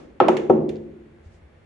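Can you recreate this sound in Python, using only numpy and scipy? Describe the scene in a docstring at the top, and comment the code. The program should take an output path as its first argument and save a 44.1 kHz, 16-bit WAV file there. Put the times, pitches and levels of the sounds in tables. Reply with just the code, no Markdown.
"""A bare room hums faintly; the echo of an earlier knock fades into the hum.
From 0.2 s a pocketed billiard ball drops through a pool table's wooden return: three knocks ring the
boards, boom in the cabinet and echo in the room. Until 0.8 s it clicks on other balls and the track.
From 0.7 to 1.6 s a player's soft steps thud in the floor; clothes brush near 1.3 s."""
import sys
import numpy as np
from scipy import signal
from scipy.io import wavfile
from scipy.ndimage import uniform_filter1d, minimum_filter1d

SR = 44100
rng = np.random.default_rng(int(sys.argv[2]) if len(sys.argv) > 2 else 0)


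def digitize_waveform(pressure):
    """Quantize a signal to 16-bit integers and store it at the path in sys.argv[1].

    Rows of a 2-D input are taken as channels; values are limited to [-1, 1].
    """
    field = np.atleast_2d(pressure).T
    bounded = np.clip(field, -1, 1)
    quanta = np.round(bounded * 32767).astype(np.int16)
    wavfile.write(sys.argv[1], SR, quanta)


N = 72765
TIME_S = np.arange(N) / SR

# room decay: (frequency [Hz], t60 [s])
ROOM_DECAY = [(100, 1), (230, 1), (400, 0.95), (700, 0.56), (1500, 0.47), (3000, 0.41), (6000, 0.44),
              (11000, 0.24)]
# left-right likeness of the room's sound: (frequency [Hz], correlation [0..1])
STEREO_CORRELATION = [(60, 0.9), (160, 1), (330, 0.53), (600, 0.044), (1100, 0.083), (2000, 0.17),
                      (4000, 0.084), (9000, .3)]
# room hum: (frequency [Hz], band gain [dB])
HUM_SPECTRUM = [(25, -44), (45, -37), (70, -26), (110, -39), (165, -36.5), (250, -43.5), (380, -42),
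                (560, -43), (1000, -52), (2000, -53), (3000, -61.5), (5000, -73), (7000, -75), (11000, -82)]
# echo of an earlier knock: (frequency [Hz], initial band gain [dB])
EARLIER_ECHO_SPECTRUM = [(100, -39.5), (220, -24), (360, -23), (600, -32.5), (1200, -43), (3000, -52),
                         (7000, -59), (11000, -78.5)]
# cloth swells: (peak time [s], half length [s], level [dB])
CLOTH_SWELLS = [(1.26, 0.027, -63.5), (1.346, 0.044, -62.5)]
# footfalls: (time [s], level [dB])
FOOTFALLS = [(0.695, -35), (0.795, -43), (1.258, -31.5), (1.340, -39), (1.420, -42), (1.575, -47)]
# floor modes: (frequency [Hz], level [dB], t60 [s])
FLOOR_MODES = [(81.9, 4, 0.12), (113.6, -9, .11)]
# hard contacts: (time [s], level [dB], snap pitch [Hz], low-pass [Hz], high-pass [Hz], echo gain [dB])
CONTACTS = [(0.2014, -2.5, 2700, 4380, 900, -2.5), (0.2840, -3, 2700, 12860, 885, -4.5),
            (0.3690, -9.5, 3000, 10400, 1713, -1.5), (0.497, -26.5, 1930, 9090, 900, 7),
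            (0.6917, -21, 3600, 13200, 2640, 1), (0.7580, -29, 4400, 5560, 3550, -12),
            (0.7667, -33.5, 4400, 5630, 3540, -0.5)]
# colour of a click's echoes: (frequency [Hz], band gain [dB])
CLICK_ECHO_SPECTRUM = [(500, -12.5), (1500, 11), (2500, 6.5), (3700, -2), (4600, -14.5), (7000, -6.5),
                       (8800, -31.5), (10800, -13.5)]
# ball on board: (time [s], board pitch [Hz], board level [dB], overtone [Hz], overtone level [dB],
#   left minus right [dB], cabinet gain [dB], boom delay [s], echo gain [dB], echo high-pass [Hz],
#   echo low-pass [Hz], standing wave gain [dB])
BOARD_HITS = [(0.2015, 825, 8.5, 1310, -3, 2.5, -6, .009, 4.5, 240, 1510, -0.5),
              (0.2836, 666, 4, 864.4, -2, -5, 0, 0.00704, -1, 199.3, 998, 1),
              (0.4968, 480, 7.5, 767, -2, 4.5, 2.5, 0.00305, 2.5, 104.7, 836, 6)]
# cabinet modes: (frequency [Hz], level [dB], t60 [s])
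CABINET_MODES = [(54.6, -37.5, .12), (233.4, -13, .075), (363.9, -3.5, 0.096), (510, -18.5, 0.053),
                 (603, -20.5, 0.067), (753.4, -21, 0.089), (845, -22.5, 0.086), (927, -22, 0.088),
                 (1133, -25.5, 0.065), (1303, -20.5, 0.051)]
# standing waves of the room: (frequency [Hz], level [dB], t60 [s])
ROOM_MODES = [(154.2, -31.5, 1.0), (219.9, -29, 1.1), (316, -32.5, 1.1), (345.8, -30, 1.18),
              (351.8, -30, 1.23), (371, -22, 0.75), (532, -32.5, 0.77)]
# colour of a knock's echoes: (frequency [Hz], band gain [dB])
KNOCK_ECHO_SPECTRUM = [(60, -12.5), (115, 4), (170, 2), (240, 5.5), (370, 12.5), (520, 8), (850, 2.5),
                       (1300, 1), (1700, -15), (4000, -0.5)]


def from_db(db):
    """Decibels to gain."""
    return 10 ** (np.asarray(db) / 20)


def at_hz(table, hz):
    """Table lookup on a log-frequency axis."""
    table_hz, values = np.transpose(table)
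    return np.interp(np.log(hz), np.log(table_hz), values)


def band_limit(x, low_hz, high_hz, top_order):
    """Butterworth low-pass, then second-order high-pass."""
    low_pass = signal.butter(top_order, high_hz, "low", fs=SR, output="sos")
    high_pass = signal.butter(2, low_hz, "high", fs=SR, output="sos")
    return signal.sosfilt(high_pass, signal.sosfilt(low_pass, x + 1e-18))


def delayed(x, delay_s):
    """Delay, trimmed to N samples."""
    return np.pad(x, [(0, 0)] * (x.ndim - 1) + [(int(delay_s * SR), 0)])[..., :N]


def panned(x, left_db):
    """Left up, right down, each by left_db."""
    return x * from_db([[left_db], [-left_db]])


def ring(hz, db, t60_s, rise_cycles):
    """One mode: smooth rise, exponential decay."""
    rise = 1 - np.exp(-(TIME_S * hz / rise_cycles) ** 2)
    return from_db(db - 60 * TIME_S / t60_s) * rise * np.sin(2 * np.pi * hz * TIME_S)


def noise_bands():
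    """Third octaves of stereo noise, alike on both sides in the bass; yields (centre [Hz], band)."""
    edges_hz = 22 * 2 ** (np.arange(29) / 3)
    white = rng.standard_normal((2, 2, N + 8000))
    for k, (low_hz, high_hz) in enumerate(zip(edges_hz, edges_hz[1:])):
        band_pass = signal.butter(2, [low_hz, high_hz], "band", fs=SR, output="sos")
        mid, side = signal.sosfilt(band_pass, white[k % 2])[:, -N:]
        hz = np.sqrt(low_hz * high_hz)
        alike = at_hz(STEREO_CORRELATION, hz)
        yield hz, np.sqrt((1 + alike) / 2) * mid + np.sqrt((1 - alike) / 2) * side * [[1], [-1]]


def room_decay(hz):
    """Envelope of the room's tail at one frequency."""
    return from_db(-60 * TIME_S / at_hz(ROOM_DECAY, hz))


def echoes(spectrum, scatter_db, scatter_t60_s, room_db, scatter_rise_s=0.0013, room_rise_s=0.0017):
    """Response to one blow: short dense scatter inside the table, then the room's tail."""
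    scatter = from_db(scatter_db - 60 * TIME_S / scatter_t60_s) * (1 - np.exp(-TIME_S / scatter_rise_s))
    room = from_db(room_db) * (1 - np.exp(-TIME_S / room_rise_s))
    return sum(from_db(at_hz(spectrum, hz)) * band * np.hypot(scatter, room * room_decay(hz))
               for hz, band in noise_bands())


def room_tone(hum_gain_db=0.5):
    """Steady hum plus the fading echo of an earlier knock, summed in power."""
    out = 0
    for hz, band in noise_bands():
        hum = from_db(hum_gain_db + at_hz(HUM_SPECTRUM, hz))
        echo = from_db(at_hz(EARLIER_ECHO_SPECTRUM, hz)) * room_decay(hz)
        out += band * np.hypot(hum, echo)
    return out


def clothes():
    """Cloth rubs on cloth: faint swells of hiss."""
    rubbing = band_limit(rng.standard_normal((2, N)), low_hz=3440, high_hz=7200, top_order=4)
    swells = sum(from_db(db) * np.exp(-((TIME_S - peak_s) / half_s) ** 2)
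                 for peak_s, half_s, db in CLOTH_SWELLS)
    return rubbing * swells


def steps():
    """Soft footfalls excite the floor's low modes."""
    thud = sum(ring(*mode, rise_cycles=0.79) for mode in FLOOR_MODES)
    return sum(from_db(db) * delayed(thud, time_s) for time_s, db in FOOTFALLS)


def ball_clicks(snap_db=-5.5, bandwidth_hz=1400):
    """Hard resin on ball or track: a sub-millisecond snap, then echoes."""
    snap_envelope = from_db(snap_db) * np.exp(-np.pi * bandwidth_hz * TIME_S)
    out = 0
    for time_s, db, snap_hz, high_hz, low_hz, echo_db in CONTACTS:
        snap = snap_envelope * np.sin(2 * np.pi * snap_hz * TIME_S)
        echo = echoes(CLICK_ECHO_SPECTRUM, scatter_db=-9.5, scatter_t60_s=0.039, room_db=-25)
        click = band_limit(snap + from_db(echo_db) * echo, low_hz, high_hz, top_order=3)
        out += from_db(db) * delayed(click, time_s)
    return panned(out, left_db=-1)


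def ball_knocks(right_lag_s=0.00017):
    """The ball rings a board, then the cabinet, then the room; softer contact, duller echoes."""
    cabinet = sum((-1) ** k * ring(*mode, rise_cycles=1.4) for k, mode in enumerate(CABINET_MODES))
    standing_waves = sum(ring(*mode, rise_cycles=5.2) for mode in ROOM_MODES)
    out = 0
    for (time_s, board_hz, board_db, overtone_hz, overtone_db, pan_db,
         cabinet_db, boom_delay_s, echo_db, low_hz, high_hz, standing_db) in BOARD_HITS:
        board = ring(board_hz, board_db, t60_s=0.02, rise_cycles=1)
        board += ring(overtone_hz, overtone_db, t60_s=0.031, rise_cycles=1.9)
        boom = from_db(cabinet_db) * cabinet + from_db(standing_db) * standing_waves
        boom = np.array([delayed(boom, boom_delay_s), delayed(boom, boom_delay_s + right_lag_s)])
        echo = echoes(KNOCK_ECHO_SPECTRUM, scatter_db=-10.5, scatter_t60_s=0.13, room_db=-12)
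        echo = band_limit(from_db(echo_db) * echo, low_hz, high_hz, top_order=4)
        out += delayed(panned(board, pan_db / 2) + boom + echo, time_s)
    return out


def scene():
    """Stereo sum of all sources."""
    return ball_knocks() + ball_clicks() + steps() + clothes() + room_tone()


def record(dry):
    """Peak limiter, then a steep low-pass."""
    ceiling, hold_s, cutoff_hz = 0.98, 0.006, 11200
    hold_samples = int(hold_s * SR)
    needed_gain = ceiling / np.maximum(np.abs(dry).max(axis=0), ceiling)
    gain = uniform_filter1d(minimum_filter1d(needed_gain, hold_samples), hold_samples)
    low_pass = signal.ellip(10, 0.1, 70, cutoff_hz, fs=SR, output="sos")
    return signal.sosfilt(low_pass, dry * gain)


dry = scene()
out = record(dry)
digitize_waveform(out)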